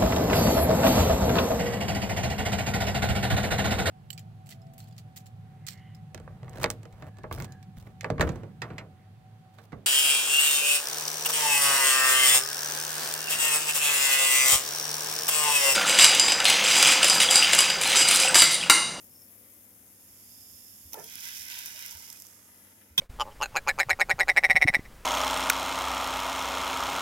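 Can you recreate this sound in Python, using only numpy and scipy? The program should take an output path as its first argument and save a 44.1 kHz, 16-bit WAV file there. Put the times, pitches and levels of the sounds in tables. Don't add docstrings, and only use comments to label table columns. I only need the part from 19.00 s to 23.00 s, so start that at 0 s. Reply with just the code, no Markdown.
import sys
import numpy as np
from scipy import signal
from scipy.fft import rfft, irfft
from scipy.io import wavfile

SR = 44100
rng = np.random.default_rng(int(sys.argv[2]) if len(sys.argv) > 2 else 0)


def persist_wave(psi):
    counts = np.round(np.clip(psi, -1, 1) * 32767).astype(np.int16)
    wavfile.write(sys.argv[1], SR, np.atleast_2d(counts).T)


N = 176400


def undb(db):
    return 10 ** (np.asarray(db, float) / 20)


def curve(rows):
    rows = np.array(rows, float)
    return undb([np.interp(np.arange(N) / SR, rows[:, 0], col) for col in rows[:, 1:].T])


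def waver(depth_db, per_s):
    return undb(depth_db * np.interp(np.arange(N) / SR * per_s, np.arange(256), rng.standard_normal(256)))


def since(start):
    return np.maximum(np.arange(N) / SR - start, 0)


def strike(age, attack_s, t60_s):
    return np.minimum(age / attack_s, 1) * np.exp(-np.log(1000) * np.maximum(age - attack_s, 0) / t60_s)


def colour(x, rows, size=4096):
    rows = np.array(rows, float)
    log_hz = np.log(np.maximum(np.fft.rfftfreq(size, 1 / SR), 1))
    gain = undb([np.interp(log_hz, np.log(rows[:, 0]), col) for col in rows[:, 1:].T]) * np.sqrt(SR / 2)
    cepstrum = irfft(np.log(gain))
    cepstrum[:, 1:size // 2] *= 2
    cepstrum[:, size // 2 + 1:] = 0
    impulse = irfft(np.exp(rfft(cepstrum)))
    return signal.fftconvolve(np.atleast_2d(x), impulse, axes=1)[:, :N]


def split(x, hz):
    low = signal.sosfiltfilt(signal.butter(3, hz, fs=SR, output="sos"), x)
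    return low, x - low


def flutter(hz, width_hz):
    noise = rng.standard_normal(N) + 1j * rng.standard_normal(N)
    wander = signal.sosfilt(signal.butter(2, width_hz / 2, fs=SR, output="sos"), noise)
    tone = (wander * np.exp(2j * np.pi * np.cumsum(hz * np.ones(N)) / SR)).real
    return tone / tone.std()


def bursts(per_s, spread_db, max_boost_db=20):
    chance, size, sign = rng.random(N), rng.exponential(size=N), rng.choice([-1, 1], N)
    clicks = (chance < per_s / SR) * sign * undb(np.minimum(spread_db * size, max_boost_db))
    return clicks / clicks.std()


def wide_bursts(per_s, spread_db, shared=.25):
    sides = np.array([bursts(per_s, spread_db), bursts(per_s, spread_db)])
    return np.sqrt(1 - shared) * sides + np.sqrt(shared) * bursts(per_s, spread_db)


def reflect(x, t60_s, wet_db, size=4096):
    tail = rng.standard_normal((2, size)) * strike(np.arange(size) / SR, 0.00057, t60_s)
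    tail *= undb(wet_db) / np.sqrt((tail ** 2).sum(1, keepdims=True))
    tail[:, 0] = 1
    return signal.fftconvolve(np.atleast_2d(x), tail / np.hypot(1, undb(wet_db)), axes=1)[:, :N]


def reflect_moving(x, t60_s, wet_db, crossfade_s=.25):
    position = np.arange(N) / SR / crossfade_s
    fades = (np.cos(np.pi / 2 * np.minimum(abs(position - k), 1)) for k in range(int(position[-1]) + 2))
    return sum(reflect(x * fade, t60_s, wet_db) for fade in fades)


def smear(x, t60_s, wet_db):
    pole = np.exp(-2 * np.log(1000) / (t60_s * SR))
    tail = np.sqrt(signal.lfilter([1 - pole], [1, -pole], x ** 2)) * rng.standard_normal(x.shape)
    return (x + undb(wet_db) * tail) / np.hypot(1, undb(wet_db))


def delay_left(x, lag_s=.00023):
    return np.array([x[np.maximum(np.arange(N) - round(lag_s * SR), 0)], x])


def kitchen():
    # freq_hz, level_db
    room_eq = [(20, -108), (45, -93.5), (75, -84.5), (130, -89), (220, -87), (340, -93.5), (520, -101.5),
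               (750, -100), (1200, -108), (2500, -113), (6000, -130)]
    # time_s, gain_db
    room_fader = [(0, -5), (.5, -9.5), (1.2, -5), (2, -5), (3.2, -7.5), (4, -9)]
    # pitch_hz, level_db
    partials = [(99.6, -72), (199, -74), (243, -75.5), (299, -77.5)]
    # start_s, level_db
    thump_cues = [(1.532, -58), (1.844, -49), (2.387, -54.5), (2.941, -48.5), (3.901, -50)]
    wide = signal.sosfilt(signal.butter(1, 597, "high", fs=SR, output="sos"), rng.standard_normal((2, N)))
    bands = split(colour(rng.standard_normal(N) + wide, room_eq), hz=150)
    air = sum(band * waver(depth_db=-0.5, per_s=9) for band in bands) * curve(room_fader)
    hum = thumps = 0
    for hz, db in partials:
        drift = 4.02 * np.cumsum(rng.standard_normal(N)) / np.sqrt(SR)
        hum += np.sqrt(2) * undb(db) * np.sin(2 * np.pi * hz * since(0) + drift)
    for start, db in thump_cues:
        age = since(start)
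        thumps += undb(db) * strike(age, attack_s=0.016, t60_s=0.16) * np.sin(2 * np.pi * 78 * age)
    return air + hum + thumps


def burner():
    # freq_hz, level_db
    roar_eq = [(150, -112), (240, -90.5), (400, -97), (520, -92), (680, -102), (1100, -114), (3000, -125)]
    # time_s, gain_db
    roar_fader = [(0, -3.5), (.45, -1.5), (.8, -3), (1.2, -7.5), (2.8, -12.5), (3.3, -6), (3.6, -3.5),
                  (4, -4.5)]
    noise = rng.standard_normal(N) + undb(-3) * rng.standard_normal((2, N))
    return colour(noise, roar_eq) * curve(roar_fader)


def oil():
    # freq_hz, left_db, right_db
    hiss_eq = [(396, -115, -115), (980, -102, -101), (2400, -103, -100), (4300, -111, -107),
               (5600, -102, -100), (6150, -109, -103), (6540, -107, -85.5), (6820, -112, -99),
               (8800, -106, -90), (8700, -104, -103), (9970, -85.5, -99), (12000, -87, -107),
               (11670, -86.5, -95.5), (13670, -88.5, -101), (15300, -95, -101), (16700, -112, -104)]
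    # time_s, left_db, right_db
    hiss_fader = [(0, -4.5, -3.5), (.12, -4.5, -6.5), (.33, -2.5, -5.5), (.62, -4, -6), (.8, -4, -5.5),
                  (.95, -5.5, -4), (1.5, -7.5, -7.5), (3.1, -12, 1), (3.4, -8, 0), (3.56, -3, -5),
                  (3.75, -6.5, -6.5), (3.88, -8, -11), (4, -20, -11)]
    # time_s, gain_db
    top_fader = [(0, 8), (.8, 3), (1.3, 1), (3.1, -18), (3.45, -9), (4, -3)]
    # freq_hz, left_db, right_db
    gurgle_eq = [(305, -112, -112), (619.5, -105, -104), (805, -107, -104), (950, -100, -91),
                 (1040, -108, -107), (1580, -100, -104), (1920, -103, -104), (1964, -99, -99.5),
                 (2500, -104, -107), (3300, -105, -108), (4850, -120, -120)]
    # time_s, gain_db
    gurgle_fader = [(0, -3), (2.3, -8.5), (2.7, 0), (3.1, 10), (3.25, 4), (3.65, 2.5), (4, -1)]
    body, top = split(colour(wide_bursts(per_s=15000, spread_db=3.5), hiss_eq), hz=13900)
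    hiss = (body + top * curve(top_fader)) * curve(hiss_fader) * waver(depth_db=.7, per_s=22)
    large_bursts = reflect_moving(bursts(per_s=700, spread_db=2), t60_s=0.052, wet_db=14)
    gurgle = colour(large_bursts, gurgle_eq) * curve(gurgle_fader)
    return hiss + gurgle * waver(depth_db=3, per_s=6.7)


def simmer():
    # freq_hz, left_db, right_db
    simmer_eq = [(1250, -112, -110), (2400, -108, -103), (3720, -109, -96), (3820, -116, -110),
                 (4780, -116, -93.5), (5470, -114, -86), (5840, -116, -95.5), (6800, -116, -88),
                 (8150, -116, -95.5), (9040, -102, -91.5), (10280, -89.5, -91), (12300, -88, -86.5),
                 (16800, -109, -99)]
    # time_s, gain_db
    simmer_fader = [(0, -9), (.85, -12), (1.15, -3), (1.32, -1), (1.55, 0.5), (1.88, 0), (2.6, -5.5),
                    (3.28, -3.5), (3.42, -8.5), (4, -15)]
    return colour(wide_bursts(per_s=15000, spread_db=2.5), simmer_eq) * curve(simmer_fader)


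def whistles():
    # start_s, end_s, first_hz, last_hz, width_hz, left_db, right_db
    jets = [(0.1, 0.28, 5250, 5400, 140, -64, -62), (1.22, 1.75, 5000, 5400, 360, -78, -56.5),
            (2.023, 2.14, 3340, 3120, 280, -65, -58)]
    out = 0
    for start, end, first_hz, last_hz, width, left, right in jets:
        progress = np.minimum(since(start) / (end - start), 1)
        tone = flutter(first_hz + (last_hz - first_hz) * progress, width)
        out += undb([[left], [right]]) * tone * np.sqrt(abs(np.sin(np.pi * progress)))
    return out


def bubbles(count=520, low_hz=633, high_hz=2470, cycles=5.1, glide=0.16, size=2400):
    # time_s, gain_db
    fader = [(0, -92), (2, -90), (2.25, -80), (2.7, -64), (3.1, -67), (3.3, -62), (3.65, -65), (4, -85)]
    out, age = np.zeros((2, N + size)), np.arange(size) / SR
    for when, pitch, softness, side in rng.random((count, 4)):
        hz = low_hz * (high_hz / low_hz) ** pitch
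        t60, at = cycles / hz, int(when * N)
        tone = strike(age, 0.00066, t60) * np.sin(2 * np.pi * hz * age * (1 + glide * age / t60 / 2))
        level_db = -3 * np.log(softness + 0.023)
        out[:, at:at + size] += undb([[-8 * side], [0]]) * undb(level_db) * tone
    return out[:, :N] * curve(fader)


def clank(start_s=3.9772, right_lag_s=0.000159, thud_hz=156):
    # pitch_hz, left_db, right_db, t60_s
    modes = [(506, -44, -48, 0.064), (1005, -61, -41, 0.25), (1554, -49, -35.5, 0.13),
             (2490, -29.5, -35, 0.42), (3240, -22, -17, .06), (3312, -22.5, -13.5, 0.051),
             (3553, -17.5, -15, 0.25), (4600, -37, -30, 0.043), (5100, -47, -29, 0.042),
             (5900, -26, -47, 0.027), (6170, -48, -29, 0.14), (7680, -34, -29.5, 0.046),
             (11600, -26.5, -31, 0.045), (13900, -31, -40, 0.046), (15350, -42, -36, .05)]
    # freq_hz, left_db, right_db
    scrape_eq = [(40, -90, -99), (250, -72.5, -66.5), (450, -63.5, -69), (740, -80, -69.5),
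                 (1390, -64.5, -84), (3300, -71.5, -59), (4180, -81, -69), (5700, -68, -61.5),
                 (8000, -75.5, -84), (9700, -69, -77), (13500, -71.5, -72), (16000, -76, -68)]
    age = np.array([since(start_s), since(start_s + right_lag_s)])
    ringing = sum(undb([[left], [right]]) * strike(age, 0.003, t60) * np.sin(2 * np.pi * hz * age)
                  for hz, left, right, t60 in modes)
    friction = rng.standard_normal(N) * strike(age[0], attack_s=0.00019, t60_s=0.17)
    scrape = colour(reflect(friction, t60_s=0.011, wet_db=-6), scrape_eq)
    thud = undb(-33) * strike(age, attack_s=0.024, t60_s=.15) * np.sin(2 * np.pi * thud_hz * age)
    return ringing + scrape + thud


def slaps():
    # start_s, left_db, right_db
    hits = [(1.923, -50, -36), (1.9316, -33, -23), (1.9412, -28.5, -32.5), (1.989, -41, -39),
            (1.997, -52, -37.5), (2.041, -34, -33)]
    # freq_hz, left_db, right_db
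    spray_eq = [(1010, -19, -7), (3660, -6, -11), (4630, -10, -13), (5600, -11, 10), (8400, -26, -10),
                (11300, 5.5, 3.5), (15400, -7, 3)]
    envelope = sum(undb([[left], [right]]) * strike(since(start), attack_s=.001, t60_s=0.022)
                   for start, left, right in hits)
    spray = colour(rng.standard_normal((2, N)), spray_eq)
    return undb(-1.5) * envelope * spray / spray.std(1, keepdims=True)


def plops(rise_per_s=1.37, left_db=-12):
    # start_s, pitch_hz, level_db, t60_s
    cavities = [(1.941, 850, -36.5, 0.049), (1.9445, 438, -47, 0.12), (1.9475, 1360, -45, 0.047),
                (1.9525, 684, -38, 0.017), (1.954, 916, -44, 0.081), (1.9675, 876, -39, 0.029),
                (1.969, 1740, -51, 0.012), (1.9725, 580, -35, 0.017), (1.978, 405.6, -41.5, 0.24),
                (1.989, 760, -39, 0.039), (1.9965, 900, -39.5, 0.04), (1.998, 1490, -49, 0.021),
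                (2.003, 600, -52, 0.036), (2.015, 413, -45, 0.16), (1.994, 150, -52.5, 0.27),
                (2.155, 234, -44, 0.026)]
    out = 0
    for start, hz, db, t60 in cavities:
        age = since(start)
        tone = np.sin(2 * np.pi * hz * age * (1 + rise_per_s * age / 2))
        out += undb(db) * strike(age, 0.0018, t60) * tone
    return out * undb([[left_db], [0]])


def slosh(start_s=1.940, attack_s=0.0021, hold_s=0.048, t60_s=0.29):
    # freq_hz, left_db, right_db
    churn_eq = [(90, -104, -104), (146, -81, -89), (250, -91, -88), (425, -78, -74), (650, -77, -73),
                (930, -77, -78), (1120, -95, -95), (1370, -84, -83), (1900, -88, -87), (3080, -99, -98),
                (6000, -115, -114)]
    rise = np.minimum(since(start_s) / attack_s, 1)
    fall = np.exp(-np.log(1000) * since(start_s + hold_s) / t60_s)
    churn = bursts(per_s=1500, spread_db=3) * rise * fall
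    return colour(reflect(churn, t60_s=0.11, wet_db=5.5), churn_eq)


def gushes(left_db=-9):
    # centre_s, length_s, pitch_hz, width_hz, level_db
    cues = [(2.146, 0.05, 2400, 200, -63.5), (2.27, 0.12, 2050, 90.5, -47), (2.285, 0.064, 1570, 120, -59),
            (2.457, 0.14, 2060, 70, -48), (2.58, .07, 2930, 150, -56), (2.583, 0.048, 950, 110, -56),
            (2.63, 0.057, 1550, 120, -57), (2.787, 0.12, 954, 90, -62), (2.763, 0.046, 650, 90, -61),
            (2.85, .06, 2100, 150, -46), (2.93, .12, 920, 80, -61.5), (2.96, 0.066, 1490, 89.4, -56.5),
            (3.1, 0.14, 1000, 80, -74), (3.155, .05, 2470, 90, -57)]
    out = 0
    for centre, length, hz, width, db in cues:
        progress = np.minimum(since(centre - length / 2) / length, 1)
        out += undb(db) * flutter(hz, width) * np.sin(np.pi * progress)
    return delay_left(out) * undb([[left_db], [0]])


def pops(crossover_hz=9500, cycles=25, size=2048):
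    # start_s, left_db, right_db, treble_db, ring_hz, ring_db
    cues = [(2.1556, -20, -22, 0, 5400, -10), (2.3953, -26, -19, -8, 5350, -8),
            (2.5012, -26, -16, -13, 5100, -2), (2.5892, -20, -21, 1, 3750, -12),
            (2.6597, -20, -22, 3, 11500, -1), (2.7926, -26, -21, -5, 5800, -8),
            (2.8247, -24, -22, -2, 3800, -9), (2.8622, -22, -25, 3, 11500, -7),
            (2.9099, -26, -23, -4, 8400, -5), (2.925, -33, -26, 0, 4900, -12),
            (2.952, -31, -29, -6, 5470, 0), (2.9722, -28, -28, 0, 5200, -8),
            (3.0243, -31, -32, 2, 7700, -8), (3.1021, -24, -20, -4, 5500, -12),
            (3.1284, -29, -26, 4, 5600, -10), (3.1726, -38, -33, 2, 6200, -10),
            (3.2009, -32, -35, 7, 8200, 4), (3.2217, -31, -27, 4, 12300, -7),
            (3.2514, -36, -29, -7, 5700, -7), (3.268, -33, -33, 2, 6300, -9),
            (3.5452, -41, -54, -2, 10700, 10)]
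    # freq_hz, left_db, right_db
    snap_eq = [(1000, -36, -29), (2500, -25, -19), (3500, -19, -12), (4400, -21, -14), (5200, -11, 3),
               (6500, -14, 0), (8000, -17, -2), (9200, -16, -7), (10600, -2, -4), (12000, 0, -1),
               (15500, -8, -7)]
    out, age = np.zeros((2, N + size)), np.arange(size) / SR
    snap = colour(1. * (age == 0), snap_eq)[:, :size]
    snap /= abs(snap).max()
    treble = signal.sosfilt(signal.butter(2, crossover_hz, "high", fs=SR, output="sos"), snap)
    body = signal.sosfilt(signal.butter(2, crossover_hz, fs=SR, output="sos"), snap)
    for start, left, right, treble_db, hz, ring_db in cues:
        tone = undb(ring_db - 9) * strike(age, .0001, cycles / hz) * np.sin(2 * np.pi * hz * age)
        pop = reflect(body - undb(treble_db) * treble + tone, t60_s=.012, wet_db=-4)
        at = int(start * SR)
        out[:, at:at + size] += undb([[left], [right]]) * pop[:, :size]
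    return undb(3) * out[:, :N]


def pot(x):
    # pitch_hz, width_hz, gain_db
    modes = [(960, 70, 4), (1530, 90, -5), (2040, 70, 0), (2450, 90, -8), (2870, 100, -6), (3680, 100, -12)]
    ringing = 0
    for hz, width, db in modes:
        resonance = signal.lfilter(*signal.iirpeak(hz, hz / width, fs=SR), x)
        ringing += undb(db) * waver(depth_db=4, per_s=12) * resonance
    return reflect_moving(undb(-1.5) * (x + ringing), t60_s=.03, wet_db=-5)


def fizz(crossover_hz=4450):
    # freq_hz, left_db, right_db
    fizz_eq = [(200, -114, -114), (600, -104, -103), (950, -99, -94), (1170, -101, -99), (1520, -88, -82),
               (1800, -93, -86), (2100, -86, -81), (3700, -86, -80), (4300, -90, -83), (5100, -85, -74),
               (5700, -86, -74.5), (6500, -91, -79), (8000, -99, -85), (9200, -95, -86), (10700, -83, -84),
               (11900, -82, -82), (15700, -90, -85)]
    # time_s, low_db, high_db
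    faders = [(1.9, -49, -47.5), (1.96, -52, -11.5), (2.07, -9.5, -5.5), (2.16, 0, -2), (2.2, -3, 0.5),
              (2.275, 5, 1.5), (2.4, -4, 1), (2.52, 4, 0.5), (2.72, -1.5, -0.5), (2.86, -2.5, -2),
              (3.05, -10.5, -5), (3.2, -19, -12), (3.4, -33, -24), (4, -42, -30)]
    sends = [
        [2],
        [-3.5],
    ]

    def crackle(spread_db):
        clicks = delay_left(bursts(per_s=6500, spread_db=spread_db))
        return split(colour(smear(clicks, t60_s=0.024, wet_db=sends), fizz_eq), crossover_hz)

    low, _ = crackle(spread_db=4.5)
    _, high = crackle(spread_db=4.1)
    low_gain, high_gain = curve(faders)
    return (pot(low) * low_gain + high * high_gain) * waver(depth_db=0.9, per_s=24)


def scene():
    return (oil() + simmer() + fizz() + gushes() + whistles() + bubbles() + pops()
            + slaps() + plops() + slosh() + clank() + burner() + kitchen())


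def record(dry):
    return signal.sosfilt(signal.ellip(10, .2, 70, 16000, fs=SR, output="sos"), dry)


dry = scene()
out = record(dry)
persist_wave(out)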